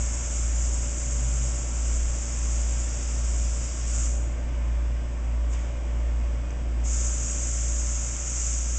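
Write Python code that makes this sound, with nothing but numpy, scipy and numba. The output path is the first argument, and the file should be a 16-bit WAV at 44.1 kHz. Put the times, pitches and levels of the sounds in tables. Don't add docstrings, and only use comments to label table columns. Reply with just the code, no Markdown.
import sys
import numpy as np
from scipy import signal
from scipy.fft import rfft, irfft, next_fast_len
from scipy.io import wavfile
from scipy.ndimage import uniform_filter1d
from numba import njit

SR = 44100
rng = np.random.default_rng(int(sys.argv[2]) if len(sys.argv) > 2 else 0)


def volts(x):
    e = np.asarray(x, float) / 20
    return 10 ** e


def transcribe(signal):
    frames = np.atleast_2d(signal).T
    limited = np.clip(frames, -1, 1)
    pcm = np.round(limited * 32767).astype(np.int16)
    wavfile.write(sys.argv[1], SR, pcm)


N = 387198

# (valve opens [s], shuts [s], jet whistle [dB], sag as pressure falls [dB/s])
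RELEASES = [
    (-1, 4.08, -33.9, 1.1),
    (5.47, 5.66, -52, 45),
    (6.828, 9, -34, -.4),
]
# (start [s], length [s], extra level [dB])
JET_SURGES = [
    (3.83, 0.3, 7),
    (5.495, .07, 9),
    (6.819, .3, 2.5),
    (7.199, .65, 1.8),
    (8.2, .42, 2.2),
]
# (time [s], whistle centre [Hz])
WHISTLE_CENTRE = [(0, 7210), (3.94, 7580), (4.08, 6850), (5.5, 7080), (6.85, 7020), (7.5, 6880),
                  (7.85, 6720), (8.78, 6760)]
# (frequency [Hz], width [Hz], level [dB])
CHUCK_CAVITIES = [(6220, 370, -6.5), (6740, 320, -1.5), (7360, 750, -4), (7925, 300, 2.5)]
# (frequency [Hz], density [dB per Hz])
STEM_SPECTRUM = [(500, -15.5), (900, -14.5), (1350, 3.5), (1800, -6), (2400, -1), (3200, -4), (4000, -9),
                 (5000, -13.5)]
# (multiple of its speed, level re first [dB])
FAST_PARTIALS = [(3, -28.5), (4, -32.5), (5, -38), (6, -41), (7, -44), (8, -37), (9, -38), (10, -28),
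                 (11, -42), (12, -38), (17, -52.5), (19, -45.5), (20, -47.5), (21, -47), (27, -41.5)]
# (multiple of shaft speed, level [dB])
SHAFT_PARTIALS = [(1, -49), (3, -54), (5, -51), (12, -59), (21, -66)]
# (time [s], slower motor level [dB])
BEAT_LOWS = [(-.5, -35), (.23, -35), (.97, -36.5), (1.65, -36.5), (2.25, -34.5), (2.98, -38), (3.73, -34),
             (4.4, -38), (5.13, -36), (5.74, -36.5), (6.51, -35.5), (7.3, -36.5), (8.2, -37.5),
             (9.1, -37.5)]
# (multiple of mains frequency, level [dB])
MAINS_PARTIALS = [(3, -62), (4, -53), (6, -62.5), (8, -65.5)]
# (frequency [Hz], level [dB])
PUMP_NOTES = [(297.7, -59), (1135.5, -66)]
# (frequency [Hz], density [dB per Hz])
SHOP_SPECTRUM = [(20, 3), (70, 1), (105, -2.5), (125, -7), (155, -10), (250, -3), (340, -7.5), (430, -12),
                 (600, -7), (800, -12), (1700, -17.5), (2200, -16), (2800, -20.5), (9000, -26.5)]
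# (start [s], end [s], first pitch [Hz], last pitch [Hz], loudest level [dB])
ENGINES = [
    (1, 1.7, 127, 124.5, -37.5),
    (3.5, 5.3, 126, 124.4, -51),
    (-0.6, 1.7, 80.5, 77, -45),
    (3, 3.8, 78, 72, -43),
    (3.8, 5, 74, 81, -53),
    (3.5, 4.5, 99, 120, -52),
    (2.9, 3.7, 38.8, 41.3, -54),
    (2.5, 2.4, 44.3, 48, -47),
]
# (time [s], ring peak [dB], ring [Hz], knock level [dB])
CONTACTS = [
    (5.5353, -34, 6950, -44),
    (5.6536, -47, 7710, -53),
    (6.5064, -33.5, 6230, -53),
    (6.7987, -43.5, 7710, -51),
]
# (frequency [Hz], gain [dB])
MIC_RESPONSE = [(20, -1), (2800, 0), (3500, -4), (3950, -11), (4200, -24.5), (4500, -8.5), (5400, -1.5),
                (7500, 2.5), (7800, 0.5), (8000, -1.5)]
# (frequency [Hz], gain [dB])
CONVERTER_SMOOTHING = [(7000, 0), (7700, -2), (8000, -7.5), (8290, -10.5), (8500, -16.5), (8750, -26),
                       (9000, -37.5), (9250, -60)]

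FAST_HZ, SLOW_SHAFT_HZ, MAINS_HZ = 57.665, 28.12, 60.01
FAST_DB = -25
THROB_S = .195


def level(x, db):
    return x * volts(db) / np.sqrt(np.mean(x ** 2))


def colour(x, points):
    size = next_fast_len(len(x))
    hz, db = np.transpose(points)
    log_hz = np.log(np.fft.rfftfreq(size, 1 / SR) + 1)
    gain = volts(np.interp(log_hz, np.log(hz), db))
    return irfft(rfft(x, size) * gain, size)[:len(x)]


def walk(rate):
    hold = max(int(SR / rate), 1)
    steps = np.repeat(rng.standard_normal(N // hold + 1), hold)
    slewed = uniform_filter1d(uniform_filter1d(steps, hold), hold)
    return np.sqrt(2) * slewed[:N]


@njit
def svf(x, hz, width):
    y, band, low = np.empty(len(x)), 0., 0.
    for i in range(len(x)):
        g, k = np.tan(np.pi * hz[i] / SR), width / hz[i]
        v = (band + g * (x[i] - low)) / (1 + g * (g + k))
        band, low, y[i] = 2 * v - band, low + 2 * g * v, k * v
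    return y


def tone(turns, db):
    return np.sqrt(2) * volts(db) * np.sin(2 * np.pi * turns)


def gate(t, start, end, fade):
    rise = np.clip((t - start) / fade + (start <= 0), 0, 1)
    fall = np.clip((end - t) / fade + 1, 0, 1)
    return rise * fall


def flow(t):
    open_s, open_db = .03, -24
    surge = np.zeros(N)
    for start, length, db in JET_SURGES:
        surge += db * np.sin(np.pi * np.clip((t - start) / length, 0, 1))
    releases = []
    for opens, shuts, db, sag in RELEASES:
        pin_db = open_db * np.clip(1 - (t - opens) / open_s, 0, 1)
        gain = gate(t, opens, shuts, .008) * volts(db + pin_db)
        releases.append((gain, surge - sag * (np.clip(t, opens, shuts) - opens)))
    return releases


def valve(t):
    lower_db, lower_share = -10.7, .1
    stem_db, stem_share = -15, .35
    lower_db_per_khz = 8
    flutter = volts(0.84 * walk(300) + 0.89 * walk(40) + 0.49 * walk(8))
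    eddies, lower, stem = rng.standard_normal((3, N))
    lower = level(svf(lower, np.full(N, 5600.), 2700.0), 0) * volts(.5 * walk(16))
    stem = level(colour(stem, STEM_SPECTRUM), 0) * volts(0.51 * walk(7.7))

    rings = np.zeros(N)
    for hz, width, db in CHUCK_CAVITIES:
        rings += volts(db + .8 * walk(31)) * svf(eddies, np.full(N, 1. * hz), 1. * width)
    centre = np.interp(t, *np.transpose(WHISTLE_CENTRE))
    whistle = level(svf(eddies + volts(3.0) * rings, centre, 2400.), 0) * flutter
    lower = lower * volts(lower_db_per_khz * (centre - centre[0]) / 1000)

    out = np.zeros(N)
    for gain, db in flow(t):
        jet = volts(db) * whistle + volts(lower_db + lower_share * db) * lower
        out += gain * (jet + volts(stem_db + stem_share * db) * stem)
    return out


def room(x, t60, direct_db, wet_db):
    age = np.arange(SR) / SR
    tail = rng.standard_normal(SR) * np.exp(-np.log(1000) * age / t60) * np.clip(age / 0.034, 0, 1)
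    tail /= np.sqrt(np.sum(tail ** 2))
    lead = np.concatenate([x[SR:0:-1], x])
    wet = signal.fftconvolve(lead, tail)[SR:SR + N]
    return volts(direct_db) * x + volts(wet_db) * wet


def duck_db(t):
    threshold_db, slope, memory_s = -36.1, .9, .8
    power = sum((gain * volts(db)) ** 2 for gain, db in flow(t))
    keep = np.exp(-1 / (memory_s * SR))
    heard_db = 10 * np.log10(signal.lfilter([1 - keep], [1, -keep], power) + 1e-12)
    return -slope * np.maximum(heard_db - threshold_db, 0)


def motors(t):
    crest_db = -0.7
    fast_octave_db, slow_octave_db = -22, -30
    slow_octave_turns = .625
    low_s, low_db = np.transpose(BEAT_LOWS)
    behind = np.interp(t, low_s, np.arange(len(low_s)) + .5)
    behind = uniform_filter1d(behind, SR // 5)
    fast = FAST_HZ * (t - THROB_S)
    slow = fast - behind
    fast_db = FAST_DB + duck_db(t)
    slow_db = np.interp(t, low_s, low_db) + crest_db * np.cos(2 * np.pi * behind)

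    out = tone(fast, fast_db) + tone(slow, slow_db)
    out += tone(2 * fast, fast_db + fast_octave_db)
    out += tone(2 * slow + slow_octave_turns, fast_db + slow_octave_db)
    for k, db in FAST_PARTIALS:
        out += tone(k * fast + rng.random(), fast_db + db + .5 * walk(2))
    shaft = SLOW_SHAFT_HZ * t + 0.0092 * walk(.7)
    for k, db in SHAFT_PARTIALS:
        out += tone(k * shaft + rng.random(), db + 1.2 * walk(2.4))
    return out


def lamps(t):
    out = tone(2 * MAINS_HZ * (t - THROB_S), -49.5)
    lines = [(k * MAINS_HZ, db) for k, db in MAINS_PARTIALS] + PUMP_NOTES
    for hz, db in lines:
        out += tone(hz * t + rng.random(), db + .5 * walk(10))
    return out


def air_handling():
    rush = level(colour(rng.standard_normal(N), SHOP_SPECTRUM), -41.5)
    bass = colour(rush, [(20, 0), (700, 0), (1000, -40)])
    treble = room(rush - bass, t60=0.54, direct_db=-5, wet_db=-1.5)
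    return bass * volts(.8 * walk(3.005)) + treble * volts(0.43 * walk(2.4))


def traffic(t):
    thud_s, thud_hz, thud_db, thud_width_s = 2.02, 21, -34, .12
    pass_db = 12
    out = tone(thud_hz * t, thud_db) * np.exp(-((t - thud_s) / thud_width_s) ** 2)
    for start, end, first_hz, last_hz, db in ENGINES:
        way = np.clip((t - start) / (end - start), 0, 1)
        edge = np.clip(np.minimum(t - start, end - t) / 0.073, 0, 1)
        turns = np.cumsum(first_hz + (last_hz - first_hz) * way) / SR
        out += edge * tone(turns, db - pass_db * (2 * way - 1) ** 2)
    return out


def ticks(t):
    out = np.zeros(N)
    scuff = [(400, -25), (800, -0.5), (1400, -3.5), (3500, -4.0), (6000, -10)]
    knock = level(colour(rng.standard_normal(N), scuff), 0)
    for s, db, hz, knock_db in CONTACTS:
        age = np.maximum(t - s, 0)
        ring = age / .0005 * np.exp(1 - age / 0.00045) * np.sin(2 * np.pi * hz * age)
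        swell = np.exp(-np.abs(t - s) / np.where(t < s, .012, .08))
        out += volts(db - 4.0) * ring + volts(knock_db) * swell * knock
    return out


def mirror(x):
    fold_hz = 8000
    size = SR * (N // SR + 1)
    fold = fold_hz * size // SR
    bins = rfft(x, size)
    bins[fold:2 * fold] = np.conj(bins[fold:0:-1])
    bins[2 * fold:] = 0
    return colour(irfft(bins, size)[:N], CONVERTER_SMOOTHING)


def scene():
    t = np.arange(N) / SR
    contacts = ticks(t)
    near = room(valve(t) + volts(-13) * contacts, t60=0.82, direct_db=-2.5, wet_db=-4.5) + contacts
    background = lamps(t) + traffic(t) + air_handling()
    return (near + motors(t) + volts(duck_db(t)) * background)[None]


def top_cut(x):
    return signal.sosfilt(signal.butter(12, 9070, fs=SR, output="sos"), x)


def record(dry):
    hiss = level(colour(rng.standard_normal(N), [(20, 7), (7500, -0.5), (8000, -9)]), -64)
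    whine = tone(7713.6 * np.arange(N) / SR, -62.5)
    mix = mirror(colour(dry[0], MIC_RESPONSE) + hiss + whine)
    return top_cut(mix[None])


dry = scene()
out = record(dry)
transcribe(out)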